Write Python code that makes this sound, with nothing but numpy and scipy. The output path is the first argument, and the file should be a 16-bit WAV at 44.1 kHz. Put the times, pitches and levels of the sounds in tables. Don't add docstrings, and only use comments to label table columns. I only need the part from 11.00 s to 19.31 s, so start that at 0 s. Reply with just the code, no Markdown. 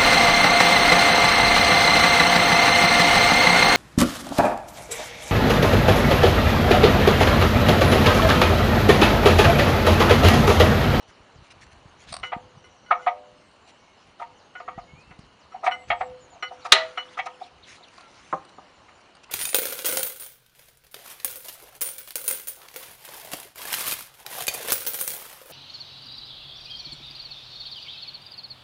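import sys
import numpy as np
from scipy import signal
from scipy.fft import rfft, irfft, next_fast_len
from scipy.io import wavfile
from scipy.ndimage import uniform_filter1d, map_coordinates

SR = 44100
rng = np.random.default_rng(int(sys.argv[2]) if len(sys.argv) > 2 else 0)


def gain_from_db(level_db):
    decades = np.asarray(level_db, float) / 20
    return 10 ** decades


def persist_wave(psi):
    counts = np.round(np.clip(psi, -1, 1) * 32767).astype(np.int16)
    wavfile.write(sys.argv[1], SR, np.atleast_2d(counts).T)


N = 366471


def unit(x):
    return x / np.sqrt(np.mean(x ** 2) + 1e-20)


def along(points, hz):
    f, v = np.transpose(points)
    return np.interp(np.log(hz + 1), np.log(f + 1), v)


def wobble(rate):
    knots = rng.standard_normal(int(N * rate / SR) + 4)
    return map_coordinates(knots, [np.arange(N) * rate / SR])


def bumps(rows, steep):
    t = np.arange(0, N + 16, 16) / SR
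    swell = np.zeros(len(t))
    for s, length, db in rows:
        swell += gain_from_db(db) * np.exp(-(steep * (t - s) / length) ** 4)
    return np.interp(np.arange(N) / SR, t, swell)


def coloured(x, spectrum):
    m = next_fast_len(len(x) + 8192)
    gain = gain_from_db(along(spectrum, np.fft.rfftfreq(m, 1 / SR)))
    return unit(irfft(rfft(x, m) * gain, m)[:len(x)])


def band(x, low_hz, high_hz):
    edges = [low_hz, min(high_hz, 20000)]
    return signal.sosfilt(signal.butter(4, edges, "band", fs=SR, output="sos"), x)


def rush(spectrum, patchy_db, grain_db):
    noise = rng.standard_normal(N) * gain_from_db(grain_db * wobble(700))
    z = signal.stft(noise, nperseg=512)[2]
    field = uniform_filter1d(rng.standard_normal(z.shape), 6, 0)
    field = uniform_filter1d(field, 10, 1)
    patchy = signal.istft(z * gain_from_db(patchy_db * unit(field)), nperseg=512)[1]
    return coloured(patchy[:N], spectrum)


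def add(track, s, sound, db):
    part = track[max(round(s * SR), 0):][:len(sound)]
    part += gain_from_db(db) * sound[:len(part)] / np.abs(sound).max()


def grit(grind, rough_db):
    u = np.arange(round(5 * grind * SR)) / SR / grind
    spikes = rng.standard_normal(len(u) // 40 + 1).repeat(40)[:len(u)]
    envelope = np.minimum(3 * u, 1) ** 1.4 * gain_from_db(-26 * np.maximum(u - .7, 0))
    return rng.standard_normal(len(u)) * gain_from_db(rough_db * spikes) * envelope


def ring(modes, force, treble_db, corner_hz, spread_db, damp):
    hz, db, t60 = np.transpose(modes)[:, :, None]
    t60 = t60 * damp
    t = np.arange(round(min(.36, t60.max()) * SR)) / SR
    luck = rng.standard_normal((2, len(modes), 1))
    hz = hz * (1 + .002 * luck[1])
    bins = np.round(hz / 2).astype(int)
    push = np.abs(rfft(force, SR // 2))[bins] / np.linalg.norm(force)
    tilt_db = treble_db / (1 + (corner_hz / hz) ** 4)
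    level = gain_from_db(db + tilt_db + spread_db * luck[0]) / np.maximum(push, .25)
    body = np.sum(level * gain_from_db(-60 * t / t60) * np.sin(2 * np.pi * hz * t), 0)
    fade = (1 - np.exp(-t / .0015)) * np.cos(np.pi / 2 * t / t[-1])
    return signal.fftconvolve(force, body * fade)


def burst(envelope, spectrum):
    n = len(envelope)
    z = rfft(rng.standard_normal(n) * envelope, 2 * n)
    wide = round(2 * n / SR * 350)
    even = irfft(z / np.sqrt(uniform_filter1d(np.abs(z) ** 2, wide)))[:n]
    return coloured(even, spectrum)


def contacts(events, modes, corner_hz, spread_db, damp, dense_db, dense_t60, lift_db, gain_db):
    out, t = np.zeros(N), np.arange(SR // 5) / SR
    hz, db, _ = np.transpose(modes)
    for s, peak_db, treble_db, grind in events:
        force = grit(max(grind, .002), rough_db=2.5)
        treble_db = treble_db + lift_db
        sound = np.zeros(SR)
        add(sound, 0, ring(modes, force, treble_db, corner_hz, spread_db, damp), 0)
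        tilted_db = db + treble_db / (1 + (corner_hz / hz) ** 4)
        tone = [(hz[0] * .6, -45), *zip(hz, tilted_db), (12500, -62)]
        fading = gain_from_db(-60 * t / dense_t60) * (1 - np.exp(-t / (0.4 * grind)))
        fed = np.sqrt(np.abs(signal.fftconvolve(force ** 2, fading ** 2)[:len(t)]))
        add(sound, 0, burst(fed, sorted(tone)), dense_db)
        add(out, s - 0.23 * grind, sound, peak_db + gain_db)
    return out


# hz [Hz], density_db [dB per Hz]
SUBURB = [(15, -42.5), (25, -7.5), (131, -2.5), (174, -0.5), (367, -0.5), (682, -1), (1030, -0.5),
          (1480, -11.5), (2480, -15), (2970, -1), (3380, -19), (4380, -10), (4860, -22.5), (9030, -38),
          (12000, -58.5), (15600, -70), (22000, -120)]


def suburb():
    level_db = -59 + 0.16 * wobble(8.1)
    return gain_from_db(level_db) * rush(SUBURB, patchy_db=1.5, grain_db=0.5)


# start_s [s], level_db [dB]
RUB = [(0.0, -62), (1.09, -60.5), (1.76, -64), (5.46, -62.5), (5.78, -51.5), (6.5, -62.5), (7.06, -58.5),
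       (8.31, -62.5)]
# middle_s [s], length_s [s], level_db [dB]
STROKES = [(.03, 0.0065, -62), (.095, 0.032, -60.5), (.515, 0.025, -53.5), (.668, 0.0065, -62),
           (5.005, 0.028, -61), (6.885, .005, -57), (6.94, .008, -61), (7.495, 0.012, -61),
           (8.012, 0.0092, -61.5), (8.17, 0.0046, -56), (.46, 0.051, -67), (0.627, 0.032, -55),
           (0.724, 0.023, -62), (1.025, 0.064, -59.5), (1.099, 0.052, -52), (1.261, 0.059, -56),
           (2.043, 0.088, -68), (2.693, 0.042, -58.5), (3.217, 0.057, -62), (4.662, 0.046, -46),
           (4.899, 0.037, -53), (5.66, 0.027, -46.5), (6.134, 0.041, -63), (6.188, 0.029, -52.5),
           (6.266, 0.018, -47.5), (6.439, 0.082, -61), (6.72, 0.12, -52.5), (6.98, 0.12, -64.5),
           (7.252, 0.27, -63), (8.24, 0.014, -52.5)]
# hz [Hz], density_db [dB per Hz]
RUSTLE = [(880, -29), (1500, -5.5), (1940, -4.5), (2220, -2.5), (3580, -7.5), (6090, -10.5), (9490, -18),
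          (11200, -33.5), (12500, -68), (16200, -99), (22000, -120)]
# hz [Hz], density_db [dB per Hz]
DRAG = [(290, -40.5), (500, -11), (570, 3), (1340, 6.5), (1890, -2.5), (4000, -14), (5200, -51.5),
        (8800, -120)]


def gloves():
    effort_db = np.interp(np.arange(N) / SR, *np.transpose(RUB))
    rustle_db = -62.5 + 0.92 * (effort_db + 58)
    rustle = gain_from_db(rustle_db) + bumps(STROKES, steep=2.1)
    rustle *= rush(RUSTLE, patchy_db=3.0, grain_db=1.5)
    drag = gain_from_db(effort_db - 1.5) * rush(DRAG, patchy_db=1.5, grain_db=1.5)
    return rustle + drag


# start_s [s], peak_db [dB]
POPS = [(.07, -36.5), (0.187, -36), (0.344, -32), (.37, -34.5), (.392, -36), (0.407, -32.5), (0.648, -38.5),
        (.715, -36.5), (0.842, -29.5), (1.104, -27.5), (1.351, -17.5), (1.559, -31), (3.764, -21.5),
        (3.921, -28.5), (4.095, -30), (4.177, -25), (4.992, -34),]
# middle_s [s], length_s [s], level_db [dB]
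GUSTS = [(.42, 0.78, -95), (1.05, 0.96, -62), (4.0, 0.5, -65.5), (5.05, 0.38, -59.5), (7.4, 0.31, -73)]
# hz [Hz], density_db [dB per Hz]
GUST = [(12, -42.5), (20, -7.5), (44, -5), (86, 0), (145, -6), (400, -21), (520, -36), (880, -120)]


def wind():
    calm_db = -71
    lumps = gain_from_db(4 * wobble(22))
    buffeting = unit(lumps * rush(GUST, patchy_db=2.5, grain_db=4.0))
    out = (gain_from_db(calm_db) + bumps(GUSTS, steep=1.6)) * buffeting
    for s, db in POPS:
        hz = 89.7 + 6.1 * (db + 35.5)
        u = np.linspace(0, 3, round(3 * SR / hz))
        add(out, s + 0.01276, np.sin(2 * np.pi * u) * u * np.exp(-3.5 * u), db - 11.5)
    return band(out, low_hz=35, high_hz=900)


# hz [Hz], t60_s [s]
ARCH = [(200, 0.6), (1500, 0.22), (5000, 0.22), (11000, 0.059)]


def arch(x):
    hz, t, z = signal.stft(rng.standard_normal(SR // 2), SR, nperseg=256)
    decay = gain_from_db(-60 * t / along(ARCH, hz)[:, None])
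    tail = signal.istft(z * decay, SR, nperseg=256)[1]
    return signal.fftconvolve(np.pad(x, (300, 0)), tail / np.linalg.norm(tail))[:N]


FALL = [(0, 1.4), (.15, 1.3), (.3, 1.0), (.55, .853), (1, .653)]
HOOK = [(0, .96), (.12, 1.05), (.8, .965), (1, 0.85)]
FLICK = [(0, .93), (.35, 1.0), (.48, 1.19), (.62, .91), (1, 0.695)]
SLUR = [(0, 1.13), (.5, 1.0), (1, .96)]
SLIDE = [(0, 1.1), (.6, .97), (1, .92)]
STOOP = [(0, 1.07), (.4, 1.03), (1, .82)]
DIVE = [(0, 1.2), (.5, 1.0), (0.999, .82)]
RISE = [(0, 0.76), (.5, 1.0), (1, 1.16)]
# first_s [s], last_s [s], gap_s [s], pitch_hz [Hz], level_db [dB]
PHRASES = [(FALL, .068, [(.103, .342, .239, 5300, -63), (3.371, 4.388, .203, 5300, -62)]),
           (HOOK, .065, [(5.201, 5.296, .095, 6860, -59), (7.525, 7.915, .195, 7000, -68)]),
           (FLICK, .026, [(6.427, 6.827, .2, 3840, -49)]), (SLUR, .042, [(1.39, 1.48, .09, 6520, -66.5),
           (1.56, 2.07, .0635, 5800, -64), (2.77, 2.99, .22, 5700, -67), (6.04, 6.04, .1, 5400, -63),
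           (7.75, 7.995, .061, 5500, -69), ]), (SLIDE, .035, [(5.388, 5.388, .1, 6100, -62),
           (5.52, 5.585, .065, 5800, -62)]), (STOOP, .024, [(5.175, 5.175, .1, 4200, -66),
           (5.328, 5.328, .1, 4200, -60), (5.473, 5.617, .144, 4300, -53)]),
           (DIVE, .025, [(6.301, 6.334, .033, 2880, -54), (6.465, 6.87, .2025, 2680, -55)]),
           (RISE, .022, [(5.902, 5.902, .1, 3340, -58), (5.958, 6.134, .0587, 3340, -53)])]
# start_s [s], length_s [s], pitch_hz [Hz, middle], glide_hz [Hz], level_db [dB]
WHISTLES = [(1.98, .1, 7200, 60.5, -68), (1.98, .09, 6650, 0, -70), (2.4, .11, 12100, -150, -84),
            (2.7, .2, 6100, -100, -75), (2.337, 0.27, 8200, -200, -68.5), (2.325, 0.098, 5150, 0, -67),
            (2.6, 0.15, 7100, -500, -69), (3.244, .09, 2200, 0, -65), (4.726, .15, 9800, -200, -76),
            (6.98, 0.11, 1367, -60, -53.5), (3.7, 0.098, 1900, 144, -58), (2.403, 0.087, 2100, 10, -63.5),
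            (2.79, 0.14, 2210, -63, -62), (2.959, 0.085, 5120, -30, -64.5), (3.338, 0.2, 6500, -300, -68),
            (3.56, .2, 6700, -250, -67), (3.78, 0.25, 6700, -250, -67), (3.63, 0.099, 1900, 59, -62.5),
            (3.868, 0.11, 2204, 73, -57), (3.947, 0.089, 2450, 272, -56.5), (4.015, 0.12, 2670, 19, -61),
            (4.683, 0.2, 7860, -400, -61), (4.95, 0.15, 7700, -80, -61)]


def bird_notes():
    notes = []
    for shape, length, phrases in PHRASES:
        for first, last, gap, hz, db in phrases:
            contour = np.transpose(shape) * [[1], [hz]]
            count = round(abs(last - first) / gap) + 1
            notes += [(s, length, db, contour) for s in np.linspace(first, last, count)]
    for s, length, hz, glide, db in WHISTLES:
        notes.append((s, length, db, ([0, 1], [hz - glide / 2, hz + glide / 2])))
    return notes


def birds():
    far_db = -58
    out = np.zeros((2, N))
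    for s, length, db, contour in bird_notes():
        u = np.linspace(0, 1, round(length * SR))
        hz = uniform_filter1d(np.interp(u, *contour), len(u) // 10, mode="nearest")
        hz *= 1 + .005 * np.interp(u, np.linspace(0, 1, 40), rng.standard_normal(40))
        note = np.sin(np.pi * u) ** .5 * np.sin(2 * np.pi * np.cumsum(hz) / SR)
        far = np.clip((far_db - db) / 10, .05, .95)
        add(out[0], s, note, db + 10 * np.log10(1 - far))
        add(out[1], s, note, db + 10 * np.log10(far))
    out += .28 * np.roll(out, round(.012 * SR), axis=1)
    return out[0] + gain_from_db(-4.5) * arch(out[1])


# start_s [s], peak_db [dB]
TICKS = [(0.5166, -51), (0.613, -57), (1.1, -44), (1.1226, -27), (1.126, -20.5), (1.139, -18),
         (1.1653, -20.5), (1.15, -26.5), (1.186, -38), (1.197, -37), (4.1895, -41), (6.256, -49),
         (7.4494, -40), (8.15, -40), (8.2353, -47)]
DULL_TICKS = [
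    (6.979, -34.5, -38, 0.0027),
    (7.007, -37, -27, 0.0045),
    (7.155, -44, -30, .005),
]
SHIM = [(747, -14, 0.16), (1160, 8.5, 0.016), (1520, -9, 0.0044), (2300, -5.5, 0.011), (3130, -9, 0.015),
        (4570, 1.5, 0.022), (5400, -13.5, 0.048), (7140, -21, 0.039), (8610, 5, 0.011), (9850, -16, 0.012),
        (12000, -56, .01)]


def ticks():
    taps = [(s, db, -10.5 + 0.15 * (db + 19), .0035) for s, db in TICKS]
    out = contacts(taps + DULL_TICKS, SHIM, corner_hz=6500, spread_db=-0.5, damp=0.19,
                   dense_db=2.0, dense_t60=0.015, lift_db=9, gain_db=-4.5)
    return band(out, low_hz=496, high_hz=13400)


# start_s [s], peak_db [dB], upper_modes_db [dB], knock_db [dB], hold_s [s]
CLINKS = [(1.2308, -15.5, -20, -7.5, 0.08), (1.641, -37, 6, -11.5, 0.14), (1.86, -38.5, -4, -12, 0.078),
          (2.025, -34, -55, -39, 0.052), (3.5515, -31.5, -30, -2.5, 0.04), (4.109, -41.5, -42, 1.5, 0.057),
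          (4.52, -41, 13, -23, 0.063), (4.71, -22, -19, -1, 0.0086), (4.7165, -15.5, -18, -10.5, 0.038),
          (5.425, -13, -4.5, -8.5, 0.06), (5.9746, -19, -11, 0.5, 0.04), (7.882, -50.5, -15.5, 8, 0.12),
          (8.2957, -36, -78, -5, 0.085)]
# hz [Hz], level_db [dB], t60_s [s]
PLATE = [(1295, 0, .035), (1453, 1, .2), (2058, 0, .3), (2960, 2, .3), (4185, -8, .07), (5640, -15, .2),
         (6605, -36, .1), (7348, -27, .1), (9238, -38, .15)]
# pitch_hz [Hz], level_db [dB], t60_s [s]
CARRIER_HZ = [695, 727, 790, 882, 925, 1090, 1215, 1255, 1530, 1860, 1965, 2060, 2220, 3250]
CARRIER_DB = [-18.5, 12, 1.5, -11.5, -4, -5.5, 0.5, 4, -13.5, -8.5, -8, -8.5, -8.5, -22]
CARRIER_T60 = [.07, .062, .05, .07, .17, .06, .07, .06, .05, .06, .07, .055, .05, .05]
CARRIER = list(zip(CARRIER_HZ, CARRIER_DB, CARRIER_T60))


def clinks():
    out, taps = np.zeros(N), []
    for s, peak_db, upper_db, knock_db, hold in CLINKS:
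        force = grit(.0018, rough_db=4)
        plate = ring(PLATE, force, upper_db + 10, corner_hz=4800, spread_db=1, damp=1)
        grip = gain_from_db(-60 * np.maximum(np.arange(len(plate)) / SR - hold, 0) / 0.016)
        add(out, s - .001, plate * grip, peak_db - 8.5)
        taps.append((s, peak_db + knock_db, 0, .003))
    out += contacts(taps, CARRIER, corner_hz=1076, spread_db=-1.5, damp=1.0,
                    dense_db=4.5, dense_t60=0.078, lift_db=15.0, gain_db=-2.0)
    return band(out, low_hz=516, high_hz=9800)


# hz [Hz], level_db [dB], t60_s [s]
KNUCKLE = [(397.4, -29.5, 0.045), (504, -39.5, 0.83)]


def knuckle():
    blows, t = np.zeros(N), np.arange(SR) / SR
    hits = np.array(sorted(row[:2] for row in KNOCKS + CLINKS + SNAP))
    first = np.diff(hits[:, 0], prepend=0) > .024
    for s, db in hits[first]:
        add(blows, s, np.hanning(40), 0.63 * db)
    hum = sum(gain_from_db(db - 60 * t / t60) * np.sin(2 * np.pi * hz * t) for hz, db, t60 in KNUCKLE)
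    hum *= 1 - np.exp(-t / 0.0023)
    return signal.fftconvolve(blows, hum / 20)[:N]


# start_s [s], peak_db [dB], treble_db [dB], bridge_modes_db [dB], scrape_s [s]
KNOCKS = [(1.318, -23, 6, 0, 0.0061), (1.325, -18, -6.5, -2, 0.0094), (1.341, -28, -17, -2, 0.0083),
          (1.9075, -6, -13, 7, 0.0056), (1.913, -8, 1, 7.5, 0.0051), (1.921, -13.5, -2.5, -2, 0.0055),
          (1.933, -17.5, -10, 11, 0.0057), (1.95, -27.5, -3, 5, 0.0063), (2.064, -11.5, -3.5, 5.5, .007),
          (2.074, -13, 4, -1.5, .007), (2.086, -23, -6, 2, 0.0065), (2.107, -37, 4.5, -5, 0.0058),
          (3.196, -29, -7, 3, 0.01205), (3.214, -24, -9, 0, .016), (3.599, -25.5, -1, 4, 0.0076),
          (3.678, -21, -7, 8, 0.014), (3.778, -27, -13, -2, 0.013), (4.516, -39.5, 4, 1, 0.022),
          (4.542, -26.5, -22.5, -11, 0.026), (4.632, -17.5, -21, -1.5, 0.024),
          (4.663, -7.5, -0.5, -2, 0.0054), (4.671, -9, -3.5, -9.5, 0.0062), (4.687, -19.5, -11, -3, 0.0049),
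          (4.902, -9, 12.5, -7, 0.0048), (4.91, -11, 6, -6, .007), (4.924, -16, -10.5, -4, 0.0061),
          (5.007, -14, -16, -8.5, 0.0086), (5.026, -23, -27, -11, 0.0066), (5.32, -42.5, -18, -7, 0.039),
          (5.355, -38.5, -34, -2, 0.016), (5.508, -29, -40.5, -6, 0.015), (5.649, -22, -17, -3, 0.018),
          (6.171, -23.5, 3, 2, .012), (6.188, -16, 18, -7, 0.014), (6.26, -23.5, -6, 1, 0.018),
          (6.41, -26, -47.5, -5.5, 0.013), (6.44, -57, -31.5, -8, 0.016), (6.801, -45, -31, -8, .016)]


def knocks():
    bridge_hz, bridge_octaves = 1213, 0.26
    bridge = np.exp(-(np.log2(np.divide(CARRIER_HZ, bridge_hz)) / bridge_octaves) ** 2)
    out = np.zeros(N)
    for s, db, treble_db, bridge_db, grind in KNOCKS:
        modes = np.transpose([CARRIER_HZ, CARRIER_DB + bridge_db * bridge, CARRIER_T60])
        out += contacts([(s, db, treble_db, grind)], modes, corner_hz=1670, spread_db=2.0, damp=1.0,
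                        dense_db=-6, dense_t60=0.048, lift_db=8.0, gain_db=-2.0)
    return band(out, low_hz=640, high_hz=4600)


# start_s [s], pitch_hz [Hz], level_db
# [dB], free_s [s]
SINGLE_MODES = [(1.909, 1245, -18, 0.01), (2.067, 729, -19, 0.023), (3.213, 925, -34.5, .035),
                (4.666, 726, -18, 0.012), (4.905, 730, -21, .022), (5.009, 730, -26.5, .014),
                (5.8, 1976, -36.5, .04), (1.885, 1453, -47.5, .02), (3.552, 1453, -39.5, 0.035),
                (2.07, 600, -42.5, .42), (1.993, 1455, -45, .02), (1.645, 9238, -72, 0.0593),
                (1.645, 10230, -81, .06), (5.976, 2958, -32, 0.058), (5.985, 4185, -50, 0.037),
                (4.716, 2958, -36, 0.035), (4.72, 2070, -41.5, 0.1), (5.016, 506, -42, 0.14),
                (5.725, 399, -34.5, 0.026), (5.745, 644.8, -29.5, 0.11)]


def single_modes():
    out, t = np.zeros(N), np.arange(SR * 2 // 3) / SR
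    grip_db_per_s = 800
    for s, hz, db, free in SINGLE_MODES:
        t60 = 0.8 * (650 / hz) ** .7
        decay = gain_from_db(-60 * t / t60 - grip_db_per_s * np.maximum(t - free, 0))
        add(out, s, decay * np.sin(2 * np.pi * hz * t) * (1 - np.exp(-t / 0.004)), db)
    return out


# start_s [s], peak_db [dB], treble_db [dB], rattle_s [s]
SNAP = [
    (5.7223, -2, -16, 0.005),
]
CRACK = [(24, -75), (40, -27), (200, -27), (667, -13.5), (943, -24.5), (1210, 0), (1710, -4.5), (1980, -6),
         (3320, -1), (3850, 3.5), (5050, -10.5), (9140, -15.5), (14600, -67.5)]
# pitch_hz [Hz], level_db [dB], t60_s [s]
DISC_HZ = [646, 926, 996, 1249, 1443, 1523, 1955, 1977, 2203, 2331, 2715, 2955, 3241, 3538, 3747, 3908,
           4173, 4433, 5120, 8495, 4091, 3849, 3655, 2912]
DISC_DB = [-17.5, -14.5, -26, -9.5, -17, -21.5, -5.5, -8.5, -11, -12, -12.5, -4, -9, -7.5, -7.5, 2, -1, -10,
           -15.5, -25, -2, -6, -16.5, -11.5]
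DISC_T60 = [.5, .28, .3, .16, .5, .21, .15, .3, .15, .12, .17, .18, .13, .14, .16, .13, .14, .1, .1, .12,
            .13, .2, .27, .4]
DISC = list(zip(DISC_HZ, DISC_DB, DISC_T60))


def snap():
    out = contacts(SNAP, DISC, corner_hz=3030, spread_db=0, damp=1.0,
                   dense_db=0.5, dense_t60=0.27, lift_db=-4.0, gain_db=-6.0)
    out = band(out, low_hz=332.7, high_hz=9500)
    s, peak_db = SNAP[0][:2]
    t = np.arange(SR // 8) / SR
    crack = burst(np.minimum(t / 0.0015, 1) * gain_from_db(-60 * t / 0.045), CRACK)
    slip = band(crack, low_hz=500, high_hz=2500)[:SR // 300]
    add(out, s - .0042, slip, peak_db - 22)
    add(out, s - .0015, crack, peak_db + 6)
    return out


# start_s [s], peak_db [dB], treble_db [dB], press_s [s]
THUMPS = [
    (7.327, -22.5, -10, 0.0026),
    (7.331, -22, -27, 0.00624),
    (7.581, -41, -37, 0.00673),
]
# hz [Hz], level_db [dB], t60_s [s]
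HUB = [(173.5, -9.5, 0.28), (286, -7.5, 0.17), (414, -8.5, 0.4), (535, -5.5, 0.34), (612, -3, 0.27),
       (794, 2, 0.25), (950, 6, 0.059), (1128, 9, 0.068), (1248, 11.5, 0.095), (1370, 1, 0.055),
       (1670, -0.5, 0.056), (1780, -2, 0.053), (2320, -14, .05), (2470, -18, .04)]


def thumps():
    out = contacts(THUMPS, HUB, corner_hz=1490, spread_db=-1.5, damp=0.46,
                   dense_db=6, dense_t60=0.031, lift_db=2.0, gain_db=6.0)
    return band(out, low_hz=119, high_hz=3040)


def scene():
    steel = ticks() + clinks() + knuckle() + knocks() + single_modes() + snap() + thumps()
    outdoors = suburb() + gloves() + wind() + birds()
    return (outdoors + steel + gain_from_db(-17) * arch(steel))[None]


def filtered(x, spectrum):
    m = next_fast_len(N)
    gain = gain_from_db(along(spectrum, np.fft.rfftfreq(m, 1 / SR)))
    return irfft(rfft(x, m) * gain, m)[:, :N]


# hz [Hz], level_db [dB]
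PORT = [(2820, 2), (3000, -1), (3180, 2), (4150, 2), (4320, 1.5), (4950, 0.5), (5600, 2), (7300, 1.5),
        (7950, -4.5), (8800, 1)]


def port(x):
    return filtered(x, PORT)


# hz [Hz], level_db [dB]
CONVERTER = [(10500, 0), (12500, -7), (15000, -4.5)]


def input_stage(x):
    return filtered(x / (1 + np.abs(x) ** 8) ** (1 / 8), CONVERTER)


def roll_off(x):
    return signal.sosfilt(signal.butter(12, 14760, fs=SR, output="sos"), x)


def record(dry):
    return roll_off(input_stage(port(dry)))


dry = scene()
out = record(dry)
persist_wave(out)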